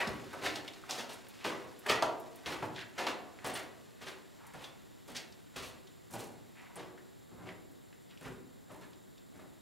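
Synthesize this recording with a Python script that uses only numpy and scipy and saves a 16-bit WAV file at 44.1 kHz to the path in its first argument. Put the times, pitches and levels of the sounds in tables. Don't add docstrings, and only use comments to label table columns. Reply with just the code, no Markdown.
import sys
import numpy as np
from scipy import signal
from scipy.fft import rfft, irfft, next_fast_len
from scipy.io import wavfile

SR = 44100
rng = np.random.default_rng(int(sys.argv[2]) if len(sys.argv) > 2 else 0)


def digitize_waveform(pressure):
    field = np.atleast_2d(pressure).T
    bounded = np.clip(field, -1, 1)
    quanta = np.round(bounded * 32767).astype(np.int16)
    wavfile.write(sys.argv[1], SR, quanta)


N = 423889
WALK_M_S, GRIT_LOSS_DB_PER_M = 1.02, 2.14


def undb(db):
    return 10 ** (np.asarray(db) / 20)


def unit(x):
    return x / np.sqrt(np.mean(x ** 2) + 1e-30)


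def add(track, s, x):
    i = max(int(s * SR), 0)
    track[i:i + len(x)] += x[:max(N - i, 0)]


def at_hz(hz, table, column=1):
    rows = np.array(table)
    return np.interp(np.log(hz + 1), np.log(rows[:, 0]), rows[:, column])


def resonate(x, hz, q):
    size = next_fast_len(len(x) + 4096)
    ratio = (np.arange(size // 2 + 1) + 1e-6) * SR / size / hz
    return irfft(rfft(x, size) / (1 + 1j * q * (ratio - 1 / ratio)) ** 2, size)[:len(x)]


def grains(size, rate, spread_db):
    touches = rng.random(size) < rate / SR
    strength = undb(spread_db * np.minimum(rng.exponential(size=size), 4))
    return touches * strength * np.sign(rng.standard_normal(size))


def near_walls(x, fade_s=0.00714, direct=0.498):
    t = np.arange(2048) / SR
    cluster = unit(rng.standard_normal(len(t)) * np.exp(-t / fade_s)) / np.sqrt(len(t))
    cluster[0] += direct
    for _ in range(3):
        spectrum = rfft(cluster, 2 * len(t))
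        cluster = irfft(spectrum / np.abs(spectrum))[:len(t)]
    return signal.fftconvolve(x, cluster / np.linalg.norm(cluster))[:len(x)]


def contacts(base_knock_db=-36.5, base_thud_db=-55, loss_db_per_m=2.0, smear_per_m=0.043):
    # start_s, force_db, thud_offset_db, crunch_over_knock_db, rise_s
    heels = [(0, 0.5, -5, -3, 0.00033), (.404, -1.5, 4.5, -2.5, 0.041), (.889, -4.5, -3, 2.5, 0.0071),
             (1.442, 3, 0.5, -1.5, 0.0057), (1.86, 2, -10, -13.5, 0.00072), (2.458, 0, 8, 0, .001),
             (2.978, 6, 1, -2, 0.0014), (3.443, 5, 5.5, -4, 0.0012), (4.004, -8.5, -4, 2, 0.013),
             (4.535, -5.5, -2, -7.5, .002), (5.076, -7, 0.5, -2, 0.0039), (5.558, 1.5, 5, 2, 0.00073),
             (6.128, 6, 4, -11, 0.007), (6.754, 2.5, -2, -8, 0.0061), (7.305, -10, -1, -22, 0.0032),
             (7.37, -5.5, -1, -11, 0.061), (8.207, -6, -1, 2.5, 0.0054), (8.69, 2.5, -1.5, -8, 0.012),
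             (9.335, -4.5, -4.5, -5, 0.02)]
    # start_s, force_db, thud_offset_db, crunch_over_knock_db, rise_s
    soles = [(.068, -11.5, 18.5, -5, 0.0015), (.331, -5.5, -12, -15, .001), (.435, -13.5, -8, 13.5, 0.021),
             (.549, -10.5, -8, 4, 0.0044), (.975, -3.5, 0, 0, .012), (1.085, -11.5, -8, 2.5, 0.015),
             (1.88, 11.5, 7, 1.5, 0.018), (2.021, 6.5, 7, -6, 0.00085), (2.515, 0.5, 0, -2, 0.0048),
             (2.623, 2.5, 10.5, -14, 0.0022), (3.066, 8, -5, -3, 0.00057), (3.55, 0, -19, 4.5, 0.00114),
             (4.055, -4, -12, 2.5, 0.021), (4.571, -9, -11, 1, 0.072), (5.144, -6.5, -12, 11, 0.012),
             (5.622, -12, -10, 10.5, 0.014), (6.106, -23, 0, -3, .001), (6.19, -7, -10, 4.5, 0.004),
             (6.785, 1.5, -19, -5, .006), (7.448, -0.5, 1, -1.5, 0.025), (8.235, 2.5, 8, 1, 0.022),
             (8.81, -9.5, -8, 8, .001), (9.39, -1.5, -20, -5, .001)]
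    # time_s, knock_hz, crunch_hz, sand_db
    floor = [(0, 530, 1650, -58), (.89, 627, 3440, -64), (1.44, 420, 1940, -59), (2, 560, 2080, -54),
             (3, 556, 2150, -66), (3.5, 540, 2140, -49), (4.2, 560, 2300, -69.5), (5.56, 600, 2750, -58),
             (6.13, 417, 2900, -54), (6.8, 487, 2100, -78), (7.3, 403, 1500, -87), (8.25, 306, 1470, -64),
             (9.4, 400, 1430, -74)]
    floor_s, *floor_columns = np.transpose(floor)
    for rows, fade_s, dig_db in ((heels, 0.057, -0.5), (soles, 0.03, -1.5)):
        for s, force_db, thud_offset_db, crunch_over_knock_db, rise_s in rows:
            metres = WALK_M_S * s
            knock_db = base_knock_db + force_db - loss_db_per_m * metres
            knock_hz, crunch_hz, sand_db = (np.interp(s, floor_s, column) for column in floor_columns)
            yield (s, base_thud_db + thud_offset_db, knock_db, knock_hz, knock_db + crunch_over_knock_db,
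                   crunch_hz, sand_db + dig_db, rise_s, fade_s * (1 + smear_per_m * metres))


def footfall(thud_db, knock_db, knock_hz, crunch_db, crunch_hz, sand_db, rise_s, fade_s):
    t = np.arange(16384) / SR
    load = np.minimum(t / rise_s, 1) * np.exp(-np.maximum(t - rise_s, 0) / fade_s)

    def layer(hz, q, rate, spread_db):
        ring = resonate(load * grains(len(t), rate, spread_db), hz, q)
        return unit(ring) * np.sqrt(np.mean(load ** 2))

    thud = undb(thud_db) * layer(hz=173, q=0.52, rate=4100, spread_db=1.0)
    knock = undb(knock_db - 0.2) * layer(knock_hz, q=0.53, rate=2000, spread_db=1.5)
    slab_hz = rng.uniform(620, 1323, size=2)
    slabs = undb(knock_db - 10.5) * sum(layer(hz, q=4.8, rate=900, spread_db=6.0) for hz in slab_hz)
    crunch = undb(crunch_db) * layer(crunch_hz, q=0.67, rate=1800, spread_db=0.5)
    sand = undb(sand_db + 2.5) * layer(hz=8300, q=1.0, rate=1400, spread_db=7.0)
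    return near_walls(thud + knock + slabs + crunch) + near_walls(sand, fade_s=0.0064, direct=0.78)


def footsteps(lead_s=0.035, lead_db=-14, brush_limit_db=-54):
    track = np.zeros(N)
    swell = np.linspace(0, 1, int(lead_s * SR))
    for s, thud_db, knock_db, knock_hz, *rest in contacts():
        brush = swell * unit(resonate(rng.standard_normal(len(swell)), 2 * knock_hz, q=0.52))
        add(track, s - lead_s, undb(min(knock_db + lead_db, brush_limit_db)) * brush)
        add(track, s, footfall(thud_db, knock_db, knock_hz, *rest))
    return track


def grit(start_db=-58):
    shifting = resonate(grains(N, rate=500, spread_db=0.0), hz=1340, q=0.28)
    metres = WALK_M_S * np.arange(N) / SR
    return unit(near_walls(shifting)) * undb(start_db - GRIT_LOSS_DB_PER_M * metres)


def scrapes():
    # start_s, length_s, level_db, start_hz, end_hz
    drags = [(0, 0.036, -34, 1910, 1680), (1.379, 0.14, -53.5, 2580, 2500),
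             (2.744, 0.099, -43.5, 3320, 1740), (4.37, 0.17, -58.5, 980, 1750),
             (6.531, 0.26, -57.5, 2050, 915), (7.364, .13, -61, 980, 1400), (8.088, 0.058, -60, 3000, 1600)]
    track = np.zeros(N)
    for s, length_s, db, start_hz, end_hz in drags:
        progress = np.linspace(0, 1, int(length_s * SR))
        early, late = (unit(resonate(grains(len(progress), rate=2200, spread_db=7), hz, q=1.53))
                       for hz in (start_hz, end_hz))
        pressure = np.minimum(progress * 5, 1) * np.sqrt(1 - progress)
        rasp = pressure * (np.sqrt(1 - progress) * early + np.sqrt(progress) * late)
        add(track, s, undb(db) * rasp)
    return near_walls(track)


def tunnel(x, wet_db=-4.5, build_s=0.0018):
    # band_hz, t60_s, side_weight_db
    reverberation = [(60, 0.92, -7), (129, 0.87, 2), (277, 1.12, -9.5), (710, 0.81, -4.5), (1940, 0.5, -3),
                     (4900, 0.32, -12.5), (7960, 0.22, -66), (13000, 0.058, 9)]
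    size, hop = 49152, SR // 4
    t, hz = np.arange(size) / SR, np.fft.rfftfreq(size, 1 / SR)
    noise = rfft(rng.standard_normal(size))
    edges = np.geomspace(30, 18000, 15)
    centres = np.sqrt(edges[1:] * edges[:-1])
    bands = np.array([irfft(noise * (hz >= lo) * (hz < hi)) for lo, hi in zip(edges, edges[1:])])
    build = 1 - np.exp(-t / build_s)
    envelope = build * np.exp(-np.log(1000) * t / at_hz(centres, reverberation)[:, None])
    side_weight = undb(at_hz(centres, reverberation, column=2) - 2.0)
    wet = np.zeros((2, N))
    for i in range(0, N, hop):
        for track, weight in zip(wet, (np.ones(len(centres)), side_weight)):
            tail = weight @ (np.roll(bands, rng.integers(size), axis=1) * envelope)
            add(track, i / SR, signal.fftconvolve(x[i:i + hop], tail))
    mid, side = (undb(wet_db) * np.sqrt(30 / SR) * cross_modes(track) for track in wet)
    return np.array([x + mid + side, x + mid - side])


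def cross_modes(x):
    # pitch_hz, width_hz, gain_db
    standing_waves = [(115.5, 18, 5.5), (234, 15, 2.5), (317, 45, 4.5), (377, 18, 6.5), (622, 17, 1.5),
                      (822, 25, -1.5), (888, 16, 2), (1506, 26, 1), (1950, 22, 7)]
    return x + sum((undb(db) - 1) * signal.lfilter(*signal.iirpeak(hz, hz / width, fs=SR), x)
                   for hz, width, db in standing_waves)


def rumble_and_hiss(mid_db=-63.5):
    # frequency_hz, relative_db
    noise_spectrum = [(15, -43), (25, -14.5), (113, 3), (378, -1.5), (552, -6.5), (1530, -12),
                      (2010, -10.5), (2490, -18), (3720, -12), (4260, -14.5), (6210, -21), (7300, -19.5),
                      (8580, -19), (11800, -19), (15500, -23)]
    # frequency_hz, side_over_mid_db
    side_levels = [(60, 5), (200, 11.5), (700, 8.5), (1290, 0.5), (2380, -5.5), (4400, -15.5), (8120, -27),
                   (12500, -11.5), (15500, -18)]
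    # pitch_hz, width_hz, level_db
    whine_bands = [(3730, 57, -83), (7317, 850, -76), (7200, 91, -79.5), (11400, 330, -85.5)]
    size = 2 ** 19
    hz = np.fft.rfftfreq(size, 1 / SR)
    mid, side = rfft(rng.standard_normal((2, size))) * undb(at_hz(hz, noise_spectrum))
    mid, side = irfft(mid)[:N], irfft(side * undb(at_hz(hz, side_levels)))[:N]
    noise = np.array([mid + side, mid - side]) * undb(mid_db) / np.std(mid)
    whines = sum(undb(db) * unit(resonate(rng.standard_normal(N), pitch, q=pitch / width))
                 for pitch, width, db in whine_bands)
    return noise + whines


def pebbles(fade_s=0.0036, blow=4):
    # start_s, level_db, pitch_hz
    stones = [(.071, -39.5, 4200), (0.331, -41, 1178), (.458, -27.5, 1740), (.557, -37.5, 3860),
              (0.678, -38.5, 3050), (.735, -50, 3600), (.837, -46.5, 1030), (.908, -33, 4900),
              (.979, -50, 3470), (1.133, -48.5, 8500), (1.443, -38, 2730), (1.862, -33.5, 1790),
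              (2.024, -20.5, 780), (2.024, -32, 3980), (2.46, -38, 3220), (2.624, -31.5, 760),
              (3.067, -32, 3140), (3.388, -49.5, 1780), (4.467, -54, 9500), (4.536, -48.5, 1090),
              (4.642, -43.5, 3260), (5.165, -36, 4900), (5.323, -54, 4490), (5.87, -55, 3830),
              (6.977, -52.5, 1620), (7.489, -43, 1780), (7.927, -57, 1940), (8.174, -53.5, 2850),
              (8.931, -59.5, 3300), (9.177, -58, 3560)]
    track, t = np.zeros(N), np.arange(4096) / SR
    dying = np.exp(-t / fade_s)
    for s, db, hz in stones + crumbs():
        push = dying * grains(len(t), rate=1900, spread_db=8.0)
        push[0] += blow
        tick = unit(near_walls(resonate(push, hz, q=1.39), direct=0.62))
        add(track, s, undb(db) * tick * np.sqrt(2 * np.mean(dying ** 2)))
    return track


def crumbs(count=26, start_db=-57, spread_db=10, centre_hz=8000, spread_octaves=0.63):
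    when, size, pitch = rng.random((count, 3)).T
    s = (np.arange(count) + when) / count * N / SR
    db = start_db + spread_db * (2 * size - 1) - GRIT_LOSS_DB_PER_M * WALK_M_S * s
    hz = centre_hz * 2 ** (spread_octaves * (2 * pitch - 1))
    return list(zip(s, db, hz))


def metal_clinks(spread_db=3.4):
    # start_s, level_db, share_of_t60
    knocks = [(3.463, -39, 0.15), (3.536, -40.5, 0.56), (3.546, -51, .45), (3.562, -50, .4),
              (6.757, -40.5, 0.12)]
    # pitch_hz, relative_db, t60_s
    metal_modes = [(5640, -22, 0.186), (7600, -13.5, .2), (7461, -7, 0.32), (8130, 8.5, 0.2),
                   (9340, 9, 0.2), (9960, 0, 0.49), (10450, -9, .25), (10840, 6, 0.26), (12280, -11, .3),
                   (13560, -8, .13), (13400, -5, 0.138), (14400, -7, .18), (15130, -12, .13)]
    track, t = np.zeros(N), np.arange(16384) / SR
    hz, mode_db, t60 = np.transpose(metal_modes)[:, :, None]
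    for s, db, share in knocks:
        weight = undb(mode_db + spread_db * rng.standard_normal(hz.shape))
        modes = weight * np.sin(2 * np.pi * hz * t) * np.exp(-np.log(1000) * t / (t60 * share))
        add(track, s, undb(db) * near_walls(modes.sum(0) / np.linalg.norm(weight)))
    return track


def scene():
    walker = footsteps() + grit() + scrapes() + pebbles() + metal_clinks()
    return tunnel(walker) + rumble_and_hiss()


def record(dry, top_hz=15750):
    return signal.sosfilt(signal.ellip(10, .2, 70, top_hz, fs=SR, output="sos"), dry)


dry = scene()
out = record(dry)
digitize_waveform(out)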